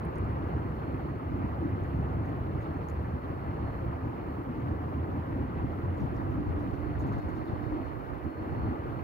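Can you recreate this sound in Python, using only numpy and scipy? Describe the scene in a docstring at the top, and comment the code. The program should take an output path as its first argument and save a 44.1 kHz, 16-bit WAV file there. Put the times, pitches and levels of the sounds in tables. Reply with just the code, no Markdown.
"""Distant city traffic across an open gravel lot, heard by two microphone ports near the ground.
From the start, shaped noise makes the rumble, boom and roar; sines make two rising drones and a thin whine.
Struck resonators make a cat's licks close by; later clusters of them, with sliding grit, make its paws as it trots off.
Late on a breeze reaches the ports: noise of its own makes the bass unlike in the two channels, the bass drops out
on the left, low lumps buffet that port, and a husky chirp, a smeared sine, falls once."""
import sys
import numpy as np
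from scipy import signal
from scipy.fft import rfft, irfft, next_fast_len
from scipy.io import wavfile
from scipy.ndimage import uniform_filter1d

SR = 44100
rng = np.random.default_rng(int(sys.argv[2]) if len(sys.argv) > 2 else 0)


def file_out(sig):
    """Save sig as 16-bit WAV at sys.argv[1]."""
    # one column per channel
    cols = np.atleast_2d(sig).T
    # limit, then scale
    lim = np.clip(cols, -1, 1)
    pcm = np.round(lim * 32767).astype(np.int16)
    wavfile.write(sys.argv[1], SR, pcm)


N = 398528
PADDED = next_fast_len(N)   # transform length, samples


def from_db(db):
    """Logarithmic level: decibels to amplitude gain."""
    return np.exp(np.asarray(db) * (np.log(10) / 20))


def rms_one(x):
    """Power normalisation: scale to a root mean square of 1."""
    return x / np.sqrt(np.mean(x ** 2) + 1e-20)


def in_time(rows):
    """Linear interpolation: table columns as curves, one value a sample."""
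    s, *columns = np.transpose(rows)
    return [np.interp(np.arange(N) / SR, s, column) for column in columns]


def at_hz(points, hz):
    """Interpolation on a log-frequency axis, as hearing spaces pitch."""
    table_hz, values = np.array(points).T
    return np.interp(np.log(hz), np.log(table_hz), values)


def drift(rate_hz):
    """Low-pass random process: sparse noise through two equal one-pole filters, scaled to spread 1."""
    step, settle = 40, 2000   # samples per sparse value; sparse values dropped while the filter settles
    pole = np.exp(-2 * np.pi * rate_hz * step / SR)
    sparse = rng.standard_normal(N // step + settle + 2)
    slow = signal.lfilter([1], [1, -2 * pole, pole * pole], sparse)[settle:]
    return np.interp(np.arange(N) / step, np.arange(len(slow)), rms_one(slow))


def panned(pan_db):
    """Intensity stereophony: left and right gains from a level difference, positive to the left."""
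    return from_db([[pan_db / 2], [-pan_db / 2]])


def coloured(spectrum, white):
    """Spectral shaping: frequencies in Hz, and spectra of noise rows weighted by a table."""
    hz = np.maximum(np.fft.rfftfreq(PADDED, 1 / SR), 1)
    return hz, rfft(white, PADDED) * from_db(at_hz(spectrum, hz))


# bass dropouts on the left: start_s, length_s, depth_db
BASS_DROPOUTS = [(5.66, 0.03, -18), (6.198, 0.038, -17), (6.308, 0.03, -30), (6.715, 0.065, -26),
                 (6.79, 0.13, -17), (7.185, 0.048, -32), (7.283, 0.073, -26), (7.374, 0.051, -28),
                 (7.433, 0.047, -18), (7.544, 0.069, -33), (7.619, 0.1, -23), (7.75, 0.077, -23),
                 (7.84, 0.42, -29), (8.28, 0.089, -32), (8.428, .025, -5), (8.484, 0.045, -18),
                 (8.71, 0.037, -12), (8.751, 0.031, -25), (8.906, 0.057, -22), (8.977, 0.062, -20)]


def left_bass_db():
    """Amplitude gating: the dropouts as a level curve with edges of about 11 ms."""
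    depth_db = np.full(N, -.7)
    for start_s, length_s, drop_db in BASS_DROPOUTS:
        depth_db[round(start_s * SR):round((start_s + length_s) * SR)] = drop_db
    return uniform_filter1d(depth_db, size=500)


# how alike the far field is at both ports: pitch_hz, likeness (0-1, share of power in common)
PORT_LIKENESS = [(30, 0.9), (60, 0.79), (100, 1), (200, 0.94), (340, 0.99), (400, 0.37), (1050, 0.46),
                 (1650, 0.53), (2000, 0.84), (2650, 0.22), (3000, 0.13), (5000, 0.2), (9000, .1)]
# how late the far field is on the right: pitch_hz, lag_ms
RIGHT_LAG = [(1200, 0.45), (1650, 0.42), (1950, 0.42), (2700, .365), (3100, .47), (5400, .28)]
# growth of the breeze: time_s, strength (0-1)
BREEZE_STRENGTH = [(0, 0.027), (5.3, 0.053), (6.0, 0.28), (7.8, 1), (9.04, 0.46)]
# how much of the breeze each band feels: pitch_hz, share (0-1)
BREEZE_BANDS = [(40, 1.0), (75, 0.84), (120, 0.49), (250, 0.31), (400, 0.032)]
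# how much of the dropout depth in dB each band takes: pitch_hz, share (0-1)
DROPOUT_BANDS = [(25, .6), (60, 1.0), (150, 1.0), (195, .45), (240, .12), (380, .01)]


def far_noise(spectrum, patchy_db, rate_hz, count, centre_hz=None):
    """Partial coherence: stereo noise shares a part that is late on the right; its bands flicker partly together."""
    hz, (shared, own_left, own_right, gust) = coloured(spectrum, rng.standard_normal((4, N)))
    alike = np.clip(at_hz(PORT_LIKENESS, hz), 0, 1)
    delay = np.exp(-2j * np.pi * hz * at_hz(RIGHT_LAG, hz) / 1000)
    left = np.sqrt(alike) * shared + np.sqrt(1 - alike) * own_left
    right = np.sqrt(alike) * shared * delay + np.sqrt(1 - alike) * own_right
    centres = np.geomspace(spectrum[0][0], spectrum[-1][0], count)
    place = np.interp(np.log(hz), np.log(centres), np.arange(count))
    breeze, = in_time(BREEZE_STRENGTH)
    drop_db = left_bass_db()
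    together = drift(rate_hz / 2)
    out = 0
    for k, centre in enumerate(centres):
        overlap = np.maximum(1 - abs(place - k), 0)   # triangular bands that sum to one
        band = irfft(overlap * np.array([left, right, gust]), PADDED)[:, :N]
        # the breeze replaces part of the left bass by noise of its own
        unlike = np.clip(at_hz(BREEZE_BANDS, centre) * breeze, 0, 1)
        band[0] = np.sqrt(1 - unlike) * band[0] + np.sqrt(unlike) * band[2]
        band[0] *= from_db(np.clip(at_hz(DROPOUT_BANDS, centre), 0, 1) * drop_db)
        if centre_hz is not None:   # whichever engines are loudest tilt the rumble up or down
            pivot_hz = 94.3
            tilt_db = 20 * np.log2(centre_hz / pivot_hz)   # dB per octave, held beyond one octave
            band *= from_db(tilt_db * np.clip(np.log2(centre / pivot_hz), -1, 1))
        out = out + band[:2] * from_db(patchy_db * (0.089 * together + drift(rate_hz)))
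    return out / np.sqrt(np.mean(out[1] ** 2))   # unit power on the right


# rumble spectrum: pitch_hz, density_db (relative, per Hz)
RUMBLE_SPECTRUM = [(13, -49.5), (22, -27), (32, -17), (42, -6), (71, 3.5), (108, 3), (160, -2.5), (194, -9),
                   (220, -13.5), (290, -50), (480, -120)]
# wandering centre of the rumble: time_s, centre_hz
RUMBLE_CENTRES = [(0, 92), (1.2, 101.7), (2.4, 101.6), (3.2, 98.6), (5, 98.4), (6.5, 90), (7.6, 89),
                  (9.04, 93)]


def engine_rumble():
    """Superposition of many engines: low noise whose spectral tilt wanders, at unit power."""
    centre_hz = in_time(RUMBLE_CENTRES)[0] + 0.73 * drift(3.5)
    return far_noise(RUMBLE_SPECTRUM, patchy_db=1.0, rate_hz=13, count=9, centre_hz=centre_hz)


# boom spectrum: pitch_hz, density_db (relative, per Hz)
BOOM_SPECTRUM = [(100, -39), (170, -7.5), (194, -6), (275, 0), (339, -2.5), (378, -11.5), (400, -35),
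                 (520, -20.5), (880, -120)]


def exhaust_boom():
    """Superposition of many exhausts: noise in a band about 300 Hz, at unit power."""
    return far_noise(BOOM_SPECTRUM, patchy_db=2.0, rate_hz=9.3, count=6)


# roar spectrum: pitch_hz, density_db (relative, per Hz)
ROAR_SPECTRUM = [(210, -44.5), (350, -2.5), (402, -3), (564, -7.5), (800, -7.5), (1240, -11), (1540, -17.5),
                 (1850, -20.5), (2050, -22.5), (2200, -26), (2500, -29.5), (2900, -32), (3430, -40.5),
                 (4400, -43.5), (5310, -53), (7000, -57), (9100, -79), (15400, -120)]


def tyre_roar():
    """Broadband rolling noise: tyres on far roads, with a falling treble, at unit power."""
    return far_noise(ROAR_SPECTRUM, patchy_db=1.87, rate_hz=43, count=15)


# brief dips of the whole traffic, one a slight swell: centre_s, half_width_s, depth_db (in the rumble)
TRAFFIC_DIPS = [(.13, 0.027, -2), (1.173, 0.1, -6), (2.28, 0.043, 1), (2.85, 0.055, -3),
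                (3.216, 0.018, -12), (3.998, 0.019, -4.5), (4.457, 0.062, -4.5), (4.783, 0.03, -7),
                (5.962, 0.03, -4), (6.44, 0.023, -4.5), (7.215, 0.019, -15), (7.463, 0.03, -10),
                (7.64, .04, -1), (8.212, 0.046, -11.5), (8.332, 0.045, -15), (8.81, 0.05, -8.5)]


def dips_db():
    """Amplitude modulation: each dip is a Gaussian notch in the level."""
    out = np.zeros(N)
    for centre_s, half_s, depth_db in TRAFFIC_DIPS:
        first = max(round((centre_s - 3 * half_s) * SR), 0)
        near = np.arange(first, round((centre_s + 3 * half_s) * SR))
        out[near] += depth_db * np.exp(-((near / SR - centre_s) / half_s) ** 2)
    return out


# traffic before dips and surges: time_s, engine_rumble_db, exhaust_boom_db, tyre_roar_db
TRAFFIC_LEVELS = [(0, -34, -42, -39.5), (.45, -33, -38, -39.5), (.8, -36.5, -39.5, -40.5),
                  (1.4, -32.5, -38.5, -40.5), (1.7, -34.5, -39.5, -40.5), (2.15, -33, -39.5, -40.5),
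                  (2.75, -35, -40.5, -40.5), (2.97, -34, -40.5, -41), (3.3, -37, -42.5, -41),
                  (3.75, -33, -42.5, -40.5), (4.3, -39, -38.5, -41.5), (4.65, -33.5, -39, -40.5),
                  (5.4, -35, -38, -41), (6.55, -34, -37, -40.5), (6.87, -33, -41, -41),
                  (7.1, -31, -36, -39.5), (7.3, -33.5, -36.5, -40.5), (7.52, -32.5, -38, -40),
                  (7.66, -31.5, -42.5, -41), (7.75, -35.5, -33, -40), (7.95, -36.5, -48, -42),
                  (8.2, -29.5, -37, -40.5), (8.45, -36, -36, -40), (8.6, -31, -41.5, -39.5),
                  (8.72, -33, -32.5, -39), (8.82, -31.5, -40, -39), (9.04, -34.5, -41.5, -41.5)]


def traffic():
    """Incoherent summation: rumble, boom and roar of many far vehicles add in power."""
    rumble_db, boom_db, roar_db = in_time(TRAFFIC_LEVELS)
    dip_db = dips_db()
    surge_db = 1.4 * drift(9.8)   # rumble and boom swell together in short lumps
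    rumble = from_db(rumble_db + dip_db + surge_db) * engine_rumble()
    boom = from_db(boom_db + 0.77 * dip_db + surge_db) * exhaust_boom()
    roar = from_db(roar_db + 0.24 * dip_db) * tyre_roar()
    return rumble + boom + roar


def tone(hz, level_db, waver_hz, steady, pan_db):
    """Narrow-band modulation: a wandering part of a sine's height and phase smears its line."""
    wander = steady + (1 - steady) * (drift(waver_hz) + 1j * drift(waver_hz))
    turning = np.exp(2j * np.pi * np.cumsum(hz) / SR)
    return np.sqrt(2) * from_db(level_db) * np.real(wander * turning) * panned(pan_db)


# pitch of the low drone: time_s, pitch_hz
LOW_DRONE_PITCH = [(0, 68.5), (1.5, 70), (5, 85.5), (9.04, 98)]
# low drone before its wander: time_s, level_db
LOW_DRONE_LEVEL = [(0, -60), (.5, -42), (1.2, -67), (2, -44), (2.6, -58.5), (3, -32.5), (3.3, -66),
                   (4.1, -36), (4.45, -53), (4.62, -39.5), (5.1, -32), (5.27, -40), (5.4, -32.5),
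                   (5.5, -57), (5.9, -34.5), (6.05, -48), (6.35, -35), (6.43, -49), (6.52, -29),
                   (6.72, -41.5), (6.87, -56), (7.05, -35), (7.75, -51), (8.4, -48), (8.68, -36.5),
                   (9.04, -56)]
# high drone before its wander: time_s, level_db
HIGH_DRONE_LEVEL = [(0, -51), (2.5, -66), (4.1, -53), (5.2, -54.5), (5.8, -51), (6.45, -43.5),
                    (6.87, -46.5), (7.4, -46.5), (7.75, -41.5), (8.05, -49.5), (8.68, -46.5), (9.04, -67)]


def drones():
    """Periodic excitation: a vehicle gathering speed sounds two rising tones in a fixed ratio."""
    upper_ratio = 3.265   # high pitch over low pitch
    (low_hz,), (low_db,), (high_db,) = in_time(LOW_DRONE_PITCH), in_time(LOW_DRONE_LEVEL), in_time(HIGH_DRONE_LEVEL)
    low = tone(low_hz, low_db, waver_hz=5, steady=.7, pan_db=-.1)
    low[0] *= from_db(left_bass_db())
    high = tone(upper_ratio * low_hz, high_db, waver_hz=12, steady=.5, pan_db=-8)
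    return low + high


# whine before fades and panning: time_s, level_db
WHINE_LEVEL = [(0.0, -86.5), (0.02, -86), (0.7, -83), (0.88, -77), (0.95, -85), (1.08, -81), (1.74, -92),
               (1.86, -83), (2.52, -86), (2.57, -93), (2.67, -81), (3.45, -85), (3.5, -81), (3.57, -82),
               (3.67, -76.5), (4.0, -90), (4.33, -83), (4.5, -93), (5.16, -88), (5.23, -92), (5.36, -84),
               (5.86, -89), (6.19, -87), (6.22, -91), (7.02, -79.5), (7.07, -88), (7.15, -78), (7.83, -82),
               (7.85, -77), (8.1, -90), (8.38, -76), (8.48, -84), (8.61, -77), (8.83, -87), (8.99, -80),
               (9.04, -88)]


def thin_whine():
    """Phase and amplitude modulation: a sine creeps up once, fading and shifting unlike at the two ports."""
    hz, = in_time([(4.4, 4273), (5.6, 4283.5)])   # time_s, pitch_hz
    jitter_hz = 3.0 * drift(25)
    port_phase = 0.5 * drift(1.5) * [[0], [1]]   # radians, on the right only
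    phase = 2 * np.pi * np.cumsum(hz + jitter_hz) / SR + port_phase
    fades_db = 0.8 * np.array([drift(4), drift(4)]) + 1.7 * drift(23)   # own to each port, then common
    level_db = in_time(WHINE_LEVEL)[0] + fades_db
    return np.sqrt(2) * from_db(level_db) * np.sin(phase) * panned(-6)


# two thin companions before fades and panning: pitch_hz, level_db
COMPANION_WHINES = [(4955, -105), (5055, -105)]


def faint_whines():
    """Pure tones: two fixed sines with slowly fluctuating amplitude."""
    out = np.zeros(N)
    for hz, level_db in COMPANION_WHINES:
        sine = np.sin(2 * np.pi * hz * np.arange(N) / SR)
        out += np.sqrt(2) * from_db(level_db + 2.4 * drift(3)) * sine
    return out * panned(-6)


# microphone self-noise spectrum: pitch_hz, density_db (relative, per Hz)
HISS_SPECTRUM = [(2940, -20), (5000, -0.5), (5990, -7), (7620, -8), (10500, -4), (13600, 0.5),
                 (15500, -0.5)]


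def microphone_hiss():
    """Self-noise: each microphone adds independent shaped noise, its level drifting slightly."""
    hiss = rms_one(irfft(coloured(HISS_SPECTRUM, rng.standard_normal((2, N)))[1], PADDED)[:, :N])
    return hiss * from_db(-72 + .5 * drift(6)) * panned(-.8)


def ring(clicks, hz, t60_s):
    """Damped resonance: a unit click sets a sine of height about 1 ringing, 60 dB down after t60_s."""
    r, w = from_db(-60 / (t60_s * SR)), 2 * np.pi * hz / SR
    return signal.lfilter([0, np.sin(w)], [1, -2 * r * np.cos(w), r * r], clicks)


def bright(x):
    """Band limiting: the broad top of a crackle, with the dip that the ports have near 8 kHz."""
    top = signal.sosfilt(signal.butter(2, [4500, 15500], "band", fs=SR, output="sos"), x)
    return signal.sosfilt(signal.butter(1, [7400, 9000], "bandstop", fs=SR, output="sos"), top)


def add(out, start_s, sound, pan_db):
    """Linear superposition: place a short sound between the channels."""
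    i = round(start_s * SR)
    out[:, i:i + len(sound)] += sound[:N - i] * panned(pan_db)


def snaps(rows):
    """Impulsive excitation: a brief noise burst rings a resonator, with an airy burst beside it."""
    out, t = np.zeros((2, N)), np.arange(SR // 10) / SR
    for start_s, peak_db, hz, pan_db, air_db in rows:
        ringing_burst, airy_burst = rng.standard_normal((2, len(t))) * t * np.exp(-t / [[.0009], [.0016]])
        ringing = ring(ring(ringing_burst, hz, 0.0026), hz, 0.0018)
        air = bright(airy_burst)
        snap = ringing / abs(ringing).max() + from_db(air_db) * air / abs(air).max()
        add(out, start_s, from_db(peak_db) * snap, pan_db)
    return out


# lip and tongue clicks: start_s, peak_db (ringing part), pitch_hz, left_right_db, air_db (re ringing part)
LIP_CLICKS = [(0.0508, -58, 9800, -1.5, -6), (0.1545, -65, 10300, -5, -10), (0.156, -63, 6500, -11, -10),
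              (0.1634, -67, 6370, -1.5, -8), (0.1764, -67, 9400, -1.5, -6), (0.1825, -57, 9700, -1.5, -6),
              (0.183, -66, 6900, -1.5, -10), (0.2454, -69, 7200, -3, -2), (1.8354, -67, 6700, -5, -8),
              (1.9624, -70, 6300, -2.5, -10), (2.2544, -67, 6410, -2.5, -4), (2.2624, -73, 6200, -4, -6),
              (2.2727, -62, 14900, -3, -5), (2.2924, -68, 6650, -1.5, -1.5), (2.4548, -70, 6060, -3, -1.5),
              (2.7704, -70, 6240, -2.5, -4), (2.8424, -70, 6250, -2.5, -4), (2.8853, -59, 6700, -15, -4),
              (2.8914, -64, 6740, 0.1, -3), (2.8944, -61, 6700, -6, -3), (2.9004, -59, 7100, -11, -5),
              (2.899, -64, 10800, -3, -8), (2.8964, -62, 5000, -3, -8), (2.9084, -70, 6500, -1.5, -1),
              (4.6034, -70, 6870, -6, -4)]


def cat_licks():
    """Cavity resonance: lip and tongue clicks ring the cat's mouth."""
    return snaps(LIP_CLICKS)


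# paws on gravel: start_s, level_db (rms, ringing part), pitch_hz, left_right_db, grit_db (pushed aside)
PAW_STEPS = [(2.608, -86, 6700, -1.5, -74), (5.965, -86, 7120, 5, -76), (5.996, -84, 5770, 4, -73),
             (6.14, -88, 6200, -.6, -69), (6.305, -88, 5730, 1.5, -84), (6.585, -87, 5780, -.6, -70),
             (6.73, -89, 5860, -1.5, -73), (6.988, -79.5, 6540, -14, -68), (7.063, -84, 6900, -8, -74),
             (7.119, -84, 6500, -7, -67), (7.174, -86, 6800, -5, -68), (7.283, -84, 6750, -5, -70),
             (7.35, -87, 6500, -2.5, -68), (7.45, -94, 5000, -2.5, -68), (7.62, -93, 5000, 0, -71),
             (7.84, -94, 5000, -2.5, -76)]
# grit spectrum: pitch_hz, density_db (relative, per Hz)
GRIT_SPECTRUM = [(2800, -20), (3600, 4), (4800, -1), (6500, -14), (8000, -16), (12000, -17), (15500, -17)]


def cat_steps():
    """Granular impact: a paw sets a short cluster of stones ringing, then grit slides on and decays."""
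    length_s, air_db = 0.035, -3
    attack_s, t60_s = .015, .6   # of the sliding grit
    out, sliding = np.zeros((2, N)), np.zeros(N)
    t, since = np.arange(SR // 10) / SR, np.arange(SR) / SR
    for start_s, level_db, hz, pan_db, grit_db in PAW_STEPS:
        struck = rng.random(len(t)) < 2200 / SR   # 2200 stones a second on average
        stones = struck * rng.standard_normal(len(t)) + .14 * rng.standard_normal(len(t))
        stones *= np.minimum(t / 0.0043, 1) * np.exp(-(t / length_s) ** 2)
        ringing = rms_one(ring(ring(stones, hz, 0.0018), hz, 0.0018))
        crunch = ringing + from_db(air_db) * rms_one(bright(stones))
        add(out, start_s, from_db(level_db) * crunch, pan_db)
        slide = np.minimum(since / attack_s, 1) * from_db(grit_db - 60 * since / t60_s)
        i = round(start_s * SR)
        sliding[i:i + SR] = np.maximum(sliding[i:i + SR], slide)   # the louder slide wins
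    grains = rng.standard_normal((2, N)) * from_db(1.6 * drift(60))
    scuff = rms_one(irfft(coloured(GRIT_SPECTRUM, grains)[1], PADDED)[:, :N])
    return out + sliding * scuff * panned(-3)


# single stones under a paw: start_s, peak_db (ringing part), pitch_hz, left_right_db, air_db (re ringing part)
LONE_STONES = [(6.004, -64, 5750, 2, -12), (6.1657, -60, 5700, 0.1, -16), (6.9899, -68, 6600, -9, -2)]


def lone_stones():
    """Modal impact: single stones click under a paw and ring briefly."""
    return snaps(LONE_STONES)


# gust lumps on the left port: centre_s, peak_db
GUST_LUMPS = [(6.035, -21), (6.389, -21.5), (6.50, -21), (6.902, -26.5), (7.189, -25), (7.539, -27),
              (8.528, -28.5)]


def buffets():
    """Wind buffeting: each lump is a few hundredths of a second of low noise in one channel."""
    out, t = np.zeros((2, N)), np.arange(-SR // 20, SR // 20) / SR
    low = signal.butter(2, [55, 170], "band", fs=SR, output="sos")
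    for centre_s, peak_db in GUST_LUMPS:
        lump = signal.sosfilt(low, rng.standard_normal(len(t))) * np.exp(-(t / 0.02) ** 2)
        i = round(centre_s * SR) - SR // 20
        out[0, i:i + len(t)] += from_db(peak_db) * lump / abs(lump).max()
    return out


# a faint falling chirp, level before its wander: time_s, pitch_hz, level_db
HUSKY_CHIRP = [(7.44, 4700, -84), (7.455, 4550, -77), (7.47, 4200, -77), (7.487, 3670, -73),
               (7.505, 3400, -86)]


def husky_chirp():
    """Frequency glide: a falling sine, mostly smeared by fast wander, makes one husky chirp."""
    first_s, last_s = HUSKY_CHIRP[0][0], HUSKY_CHIRP[-1][0]
    gate, = in_time([(first_s - .005, 0), (first_s, 1), (last_s, 1), (last_s + .01, 0)])
    return gate * tone(*in_time(HUSKY_CHIRP), waver_hz=160, steady=0.15, pan_db=-2.5)


def scene():
    """Linear superposition of all sources at the two ports."""
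    far = traffic() + drones() + thin_whine() + faint_whines()
    cat = cat_licks() + cat_steps() + lone_stones()
    return far + cat + buffets() + husky_chirp()


def record(dry):
    """Additive self-noise and band limiting: the microphones hiss and a steep low-pass cuts the top."""
    low_pass = signal.ellip(16, .3, 70, 15720, fs=SR, output="sos")   # order, ripple dB, stop dB, cutoff Hz
    return signal.sosfilt(low_pass, dry + microphone_hiss())


dry = scene()
out = record(dry)
file_out(out)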